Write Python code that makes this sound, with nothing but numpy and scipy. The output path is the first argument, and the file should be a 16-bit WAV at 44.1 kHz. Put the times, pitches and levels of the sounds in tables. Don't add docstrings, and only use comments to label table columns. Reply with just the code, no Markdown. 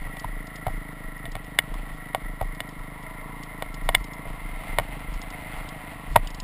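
import sys
import numpy as np
from scipy import signal
from scipy.fft import rfft, irfft
from scipy.io import wavfile
from scipy.ndimage import uniform_filter1d

SR = 44100
rng = np.random.default_rng(int(sys.argv[2]) if len(sys.argv) > 2 else 0)


def persist_wave(psi):
    counts = np.round(np.clip(psi, -1, 1) * 32767).astype(np.int16)
    wavfile.write(sys.argv[1], SR, np.atleast_2d(counts).T)


N = 283563
TIME_S = np.arange(N) / SR

# (time [s], firing rate [Hz])
FIRING_RATE = [(0.0, 24.79), (0.5, 27.22), (1.39, 24.84), (1.86, 26.22), (2.31, 25.47), (2.95, 25.8),
               (3.38, 28.32), (3.73, 25.02), (4.16, 27.78), (4.69, 24.65), (5.07, 26.16), (5.54, 26.98),
               (5.99, 25.05), (6.26, 26.46), (6.43, 25.01)]
# (frequency [Hz], width [Hz], gain [dB])
PIPE_MODES = [(125, 46, -29), (158, 30.6, 2), (211, 64, -2.5), (288.9, 32.6, 0), (427, 130, -1.5)]
# (frequency [Hz], width [Hz], gain [dB])
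ENGINE_MODES = [(661, 42, -7), (726, 75, -5), (1020, 210, -11.5), (1118, 86, -7.5), (1347, 75, -3.5),
                (1953, 110, 0.5), (2068.6, 126, 1.5)]
# (time [s], shift to upper [dB])
RING_BALANCE = [(0, -4.5), (1.2, -7), (2.1, -4), (2.6, 0), (3.4, 3), (4.2, 4.5), (5.0, 9), (6.43, -6)]
# (frequency [Hz], relative density [dB])
WHIRR_SPECTRUM = [(300, -32), (1500, -35), (2400, -22), (2800, 8), (3700, 7.5), (4400, 0.5), (5400, 0.5),
                  (6000, -2)]
# (time [s], relative level [dB])
CLATTER_LEVEL = [(0, -47.5), (1.0, -47.5), (1.4, -51), (2.1, -47.5), (4.4, -48.5), (4.72, -45.5),
                 (5.1, -50.5), (5.55, -46.5), (6.43, -51.5)]
# (time [s], level [dB])
BRAKE_LEVEL = [(0, -56), (2.3, -53.5), (2.8, -51), (3.0, -48.5), (3.35, -45.5), (3.7, -51), (4.1, -46.5),
               (4.6, -51.5), (6.43, -50.5)]
# (frequency [Hz], relative density [dB])
SCRUB_SPECTRUM = [(100, 16.5), (400, -5.5), (720, 12.5), (1100, 4.5), (1600, 1), (2100, 2.5), (2600, 3),
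                  (3500, -4), (4500, -10.5), (5400, -18), (6000, -10)]
# (time [s], relative level [dB])
SCRUB_LEVEL = [(0, -52.5), (.5, -60), (1.15, -58.5), (1.7, -52.5), (2.3, -63), (3.1, -58), (4.2, -56),
               (4.65, -48), (5.22, -50), (5.55, -48), (6.0, -50), (6.43, -51.5)]
# (frequency [Hz], relative density [dB])
SHAKE_SPECTRUM = [(10, -33), (22, -7.5), (31, 10), (38, -4), (50, -14), (70, -29), (110, -30), (170, -28),
                  (400, -57.5)]
# (start [s], length [s], shake level [dB])
RUT_SHAKES = [(0, 0.063, -30.5), (.25, .14, -31.5), (0.662, .11, -28.5), (1.04, .04, -33),
              (1.25, 0.1, -34.5), (1.687, .12, -30), (1.87, 0.089, -35.5), (2.225, 0.092, -31),
              (2.406, 0.085, -27.5), (2.776, 0.028, -31.5), (3.606, 0.22, -36.5), (3.822, 0.074, -24),
              (3.956, 0.05, -28.5), (4.272, 0.029, -27.5), (4.415, .17, -32.5), (4.68, .13, -30),
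              (4.826, .13, -36.5), (5.074, .09, -28), (5.247, .04, -36), (5.537, 0.066, -32),
              (6.078, 0.17, -26.5), (6.303, 0.14, -36.5)]
# (frequency [Hz], width [Hz], gain [dB])
CASE_MODES = [(630, 44, -1), (684, 31, -6), (771, 78, 4), (950, 144, 3.5), (1100, 120, 4),
              (1450, 130, -1.5), (1893, 65, 4), (2143, 155, 7), (2770, 120, -10.5), (2956, 130, 0),
              (3440, 200, 0), (4800, 630, -17)]
# (time [s], strength [dB], favoured ring [Hz], its lift [dB], tilt [dB/octave],
# helmet thud [dB], first touch re blow [dB], rebound re blow [dB])
CASE_KNOCKS = [(.0715, -36, 620, 6, -10, -29, -9, -18), (.169, -34, 1080, 4, 0, -45, -20, -16),
               (.2450, -23.5, 966, 48, 11, -25, -11, -23), (.6695, -21, 760, 18, -1.5, -18.5, 2, -3),
               (1.2550, -30, 686, 20, 3.5, -31, -18, -16), (1.3535, -26.5, 730, 15, 0, -25.5, -14, -7.5),
               (1.5884, -6.5, 2250, 7.5, 11.5, -34.5, -29, -33),
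               (1.7410, -32.5, 1110, 24, 8.5, -47, -10, -8), (2.1477, -14, 716, 10, -2.5, -32, -24, -24),
               (2.4135, -18, 743, 22, -4.5, -22, -7, -9), (2.6041, -22, 2120, 2.5, 6.5, -32, -30, -26),
               (3.6232, -21, 702, 8, -3, -37, -25, -24), (3.89, -12.5, 707, 12, -0.5, -30, -37, -32),
               (3.9494, -5.5, 2130, 3.5, 10, -28.5, -14, -31),
               (4.254, -33.5, 670, 15, -25, -31.5, -16, -12), (4.6360, -33, 1110, 22, 5, -50, -15, -9),
               (4.7858, -10.5, 690, 0, -3.5, -22, -23, -11), (6.1612, -1, 985, 14, -3, -13.5, -10, -22.5)]
# (time [s], relative level [dB])
TICK_EVENTS = [(0.167, -49), (0.195, -38.5), (0.4693, -47), (0.557, -40), (1.317, -44.5), (1.7404, -48),
               (2.5486, -48), (2.6895, -47), (3.4328, -40.5), (3.7413, -38.5), (4.041, -41.5),
               (4.133, -43.5), (5.139, -44), (5.215, -37), (5.303, -42.5), (5.688, -40), (6.2714, -35),
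               (6.303, -41.5), (6.345, -40), (6.4002, -34)]
# (frequency [Hz], relative density [dB])
TICK_SPECTRUM = [(800, -22), (2200, -12), (3000, 10), (4500, 6.5), (5400, 13), (6000, 2)]


def undb(db):
    return 10 ** (np.asarray(db) / 20)


def unit(x):
    return x / np.sqrt(np.mean(x ** 2))


def curve(table):
    return np.interp(TIME_S, *np.transpose(table))


def colour(x, spectrum):
    hz, db = np.transpose(spectrum)
    bins_hz = np.maximum(np.fft.rfftfreq(len(x), 1 / SR), 1)
    gain = undb(np.interp(np.log(bins_hz), np.log(hz), db))
    return unit(irfft(rfft(x) * gain, len(x)))


def drift(rate_hz):
    size = int(SR / rate_hz)
    steps = np.repeat(rng.standard_normal(N // size + 1), size)
    return unit(uniform_filter1d(steps, size)[:N])


def ring(modes, length_s):
    t = np.arange(int(length_s * SR)) / SR
    return sum(undb(db) * np.sqrt(width_hz) * np.exp(-np.pi * width_hz * t) * np.sin(2 * np.pi * hz * t)
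               for hz, width_hz, db in modes)


def through(x, response):
    return signal.fftconvolve(x, response)[:len(x)]


def lowpass(x, hz, order):
    return signal.sosfilt(signal.butter(order, hz, fs=SR, output="sos"), x)


def highpass(x, hz, order):
    return signal.sosfilt(signal.butter(order, hz, "high", fs=SR, output="sos"), x)


def add(track, at_s, sound):
    start = max(int(at_s * SR), 0)
    track[start:start + len(sound)] += sound[:max(N - start, 0)]


def blows(cycles, scatter_db, jitter_s):
    at = np.flatnonzero(np.diff(np.floor(cycles)))
    timing, strength = rng.standard_normal((len(at), 2)).T
    at += (timing * jitter_s * SR).astype(int)
    out = np.zeros(N)
    out[np.clip(at, 0, N - 1)] = undb(scatter_db * strength)
    return out


def impacts(rate_hz, spread_db):
    sizes = undb(spread_db * np.minimum(rng.exponential(size=N), 4))
    hits = rng.random(N) < rate_hz / SR
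    return unit(hits * sizes * rng.standard_normal(N))


def exhaust(cycles):
    firings = unit(blows(cycles, scatter_db=1.43, jitter_s=0.00013))
    puff = unit(np.exp(-(cycles % 1) / 1.05) * rng.standard_normal(N))
    pipe = through(undb(-12) * puff - firings, ring(PIPE_MODES, length_s=.12))
    notch_hz = 375
    pipe = signal.lfilter(*signal.iirnotch(notch_hz, Q=4, fs=SR), pipe)
    pipe = highpass(pipe, hz=118, order=3)
    return undb(-43.5) * unit(lowpass(pipe, hz=471, order=6))


def engine_clatter(cycles):
    taps = unit(blows(2 * cycles + 0.1519, scatter_db=-2.0, jitter_s=0.001475))
    chain = impacts(rate_hz=3000, spread_db=1.0) * (1 + 0.24 * np.cos(2 * np.pi * (cycles + 0.14)))
    teeth = rng.standard_normal(SR // 26)
    gears = teeth[((cycles % 1) * len(teeth)).astype(int)]
    drive = unit(chain + 0.2 * taps + .5 * gears)
    modes = []
    for hz, width_hz, db in ENGINE_MODES:
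        broad = through(drive, ring([(hz, 2.08 * width_hz, 0)], length_s=0.018))
        narrow = through(broad, ring([(hz, width_hz, 0)], length_s=.06))
        flicker_db = 0.71 * drift(rate_hz=5.22) + 1.17 * drift(rate_hz=23.99)
        modes.append(unit(narrow) * undb(db + flicker_db))
    balance_db = curve(RING_BALANCE)
    metal = sum(modes[:-2]) + modes[-2] * undb(-balance_db / 2) + modes[-1] * undb(balance_db / 2)
    whirr = undb(-14.5) * colour(drive, WHIRR_SPECTRUM)
    return (unit(metal) + whirr) * undb(curve(CLATTER_LEVEL) + 4.5)


def brake():
    disc = ring([(1003, 63, -1.5), (1106, 24, -7.5)], length_s=.2)
    note = through(rng.standard_normal(N), disc)
    return unit(lowpass(note, hz=1300, order=4)) * undb(curve(BRAKE_LEVEL))


def tyres():
    scrub = colour(impacts(rate_hz=3500, spread_db=0), SCRUB_SPECTRUM)
    flicker_db = 1.4 * drift(rate_hz=35)
    return scrub * undb(curve(SCRUB_LEVEL) + flicker_db + 6.5)


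def helmet_shake(attack_s=0.015, release_s=0.037):
    between_ruts_db = -43 + 1.5 * drift(rate_hz=6.3)
    power = undb(between_ruts_db) ** 2
    for start_s, length_s, db in RUT_SHAKES:
        attack = np.clip((TIME_S - start_s) / attack_s, 0, 1)
        release = np.exp(-np.maximum(TIME_S - start_s - length_s, 0) / release_s)
        power += (undb(db) * attack * release) ** 2
    shake = colour(rng.standard_normal(N), SHAKE_SPECTRUM)
    running_rms = np.sqrt(np.abs(uniform_filter1d(shake ** 2, size=SR // 16)) + 0.0088)
    return shake / running_rms * np.sqrt(power)


def case_strike(ring_hz, lift_db, tilt_db_oct):
    hz, width_hz, db = np.transpose(CASE_MODES)
    favour_db = lift_db * np.exp(-(np.log2(hz / ring_hz) / 0.096) ** 2)
    treble_db = tilt_db_oct * np.log2(np.maximum(hz / 900, 1))
    body = ring(zip(hz, width_hz, db + favour_db + treble_db), length_s=.05)
    body = highpass(body, hz=np.clip(546 + 12 * tilt_db_oct, 450, 800), order=4)
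    t = np.arange(SR // 20) / SR
    contact = .035 * rng.standard_normal(len(t)) * np.exp(-t / .003)
    contact[0] += 1
    knock = through(contact, body)
    return knock / np.sqrt(np.sum(knock ** 2) / (0.0026 * SR))


def case_knocks(touch_lead_s=0.00314, rebound_lag_s=.0118, thud_hz=107):
    out = np.zeros(N)
    t = np.arange(SR // 20) / SR
    thud = np.sin(2 * np.pi * thud_hz * t) * np.exp(-t / 0.012) * (1 - np.exp(-t / 0.0024))
    for at_s, db, ring_hz, lift_db, tilt_db_oct, thud_db, touch_db, rebound_db in CASE_KNOCKS:
        touch = undb(db + touch_db) * case_strike(ring_hz, lift_db, tilt_db_oct - 12)
        blow = undb(db) * case_strike(ring_hz, lift_db, tilt_db_oct)
        rebound = undb(db + rebound_db) * case_strike(ring_hz, lift_db, tilt_db_oct - 2)
        add(out, at_s - touch_lead_s, touch)
        add(out, at_s, blow + undb(thud_db) * thud)
        add(out, at_s + rebound_lag_s, rebound)
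    return lowpass(out + 1e-18, hz=5210, order=6)


def ticks(attack_s=0.00089, decay_s=0.0044):
    out = np.zeros(N)
    t = np.arange(SR // 25) / SR
    envelope = np.exp(-t / decay_s) * (1 - np.exp(-t / attack_s))
    faint = [(rng.uniform(0, N / SR), rng.uniform(-57, -49)) for _ in range(9)]
    for at_s, db in TICK_EVENTS + faint:
        burst = colour(rng.standard_normal(len(t)), TICK_SPECTRUM) * envelope
        add(out, at_s, undb(db + 7.5) * burst)
    return out


def scene():
    cycles = .61 + np.cumsum(curve(FIRING_RATE)) / SR
    engine = exhaust(cycles) + engine_clatter(cycles)
    return (engine + brake() + tyres() + helmet_shake() + case_knocks() + ticks())[None]


def record(dry):
    sample_hz, hold_hz, cutoff_hz = 12000, 48000, 15300
    clipped = lowpass(np.clip(dry, -.93, .93), hz=5390, order=8)
    coarse = signal.resample_poly(clipped, sample_hz, SR, axis=1)
    held = np.repeat(coarse, hold_hz // sample_hz, axis=1)
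    fizzy = signal.resample_poly(held, SR, hold_hz, axis=1)[:, :N]
    return signal.sosfilt(signal.ellip(10, .2, 70, cutoff_hz, fs=SR, output="sos"), fizzy)


dry = scene()
out = record(dry)
persist_wave(out)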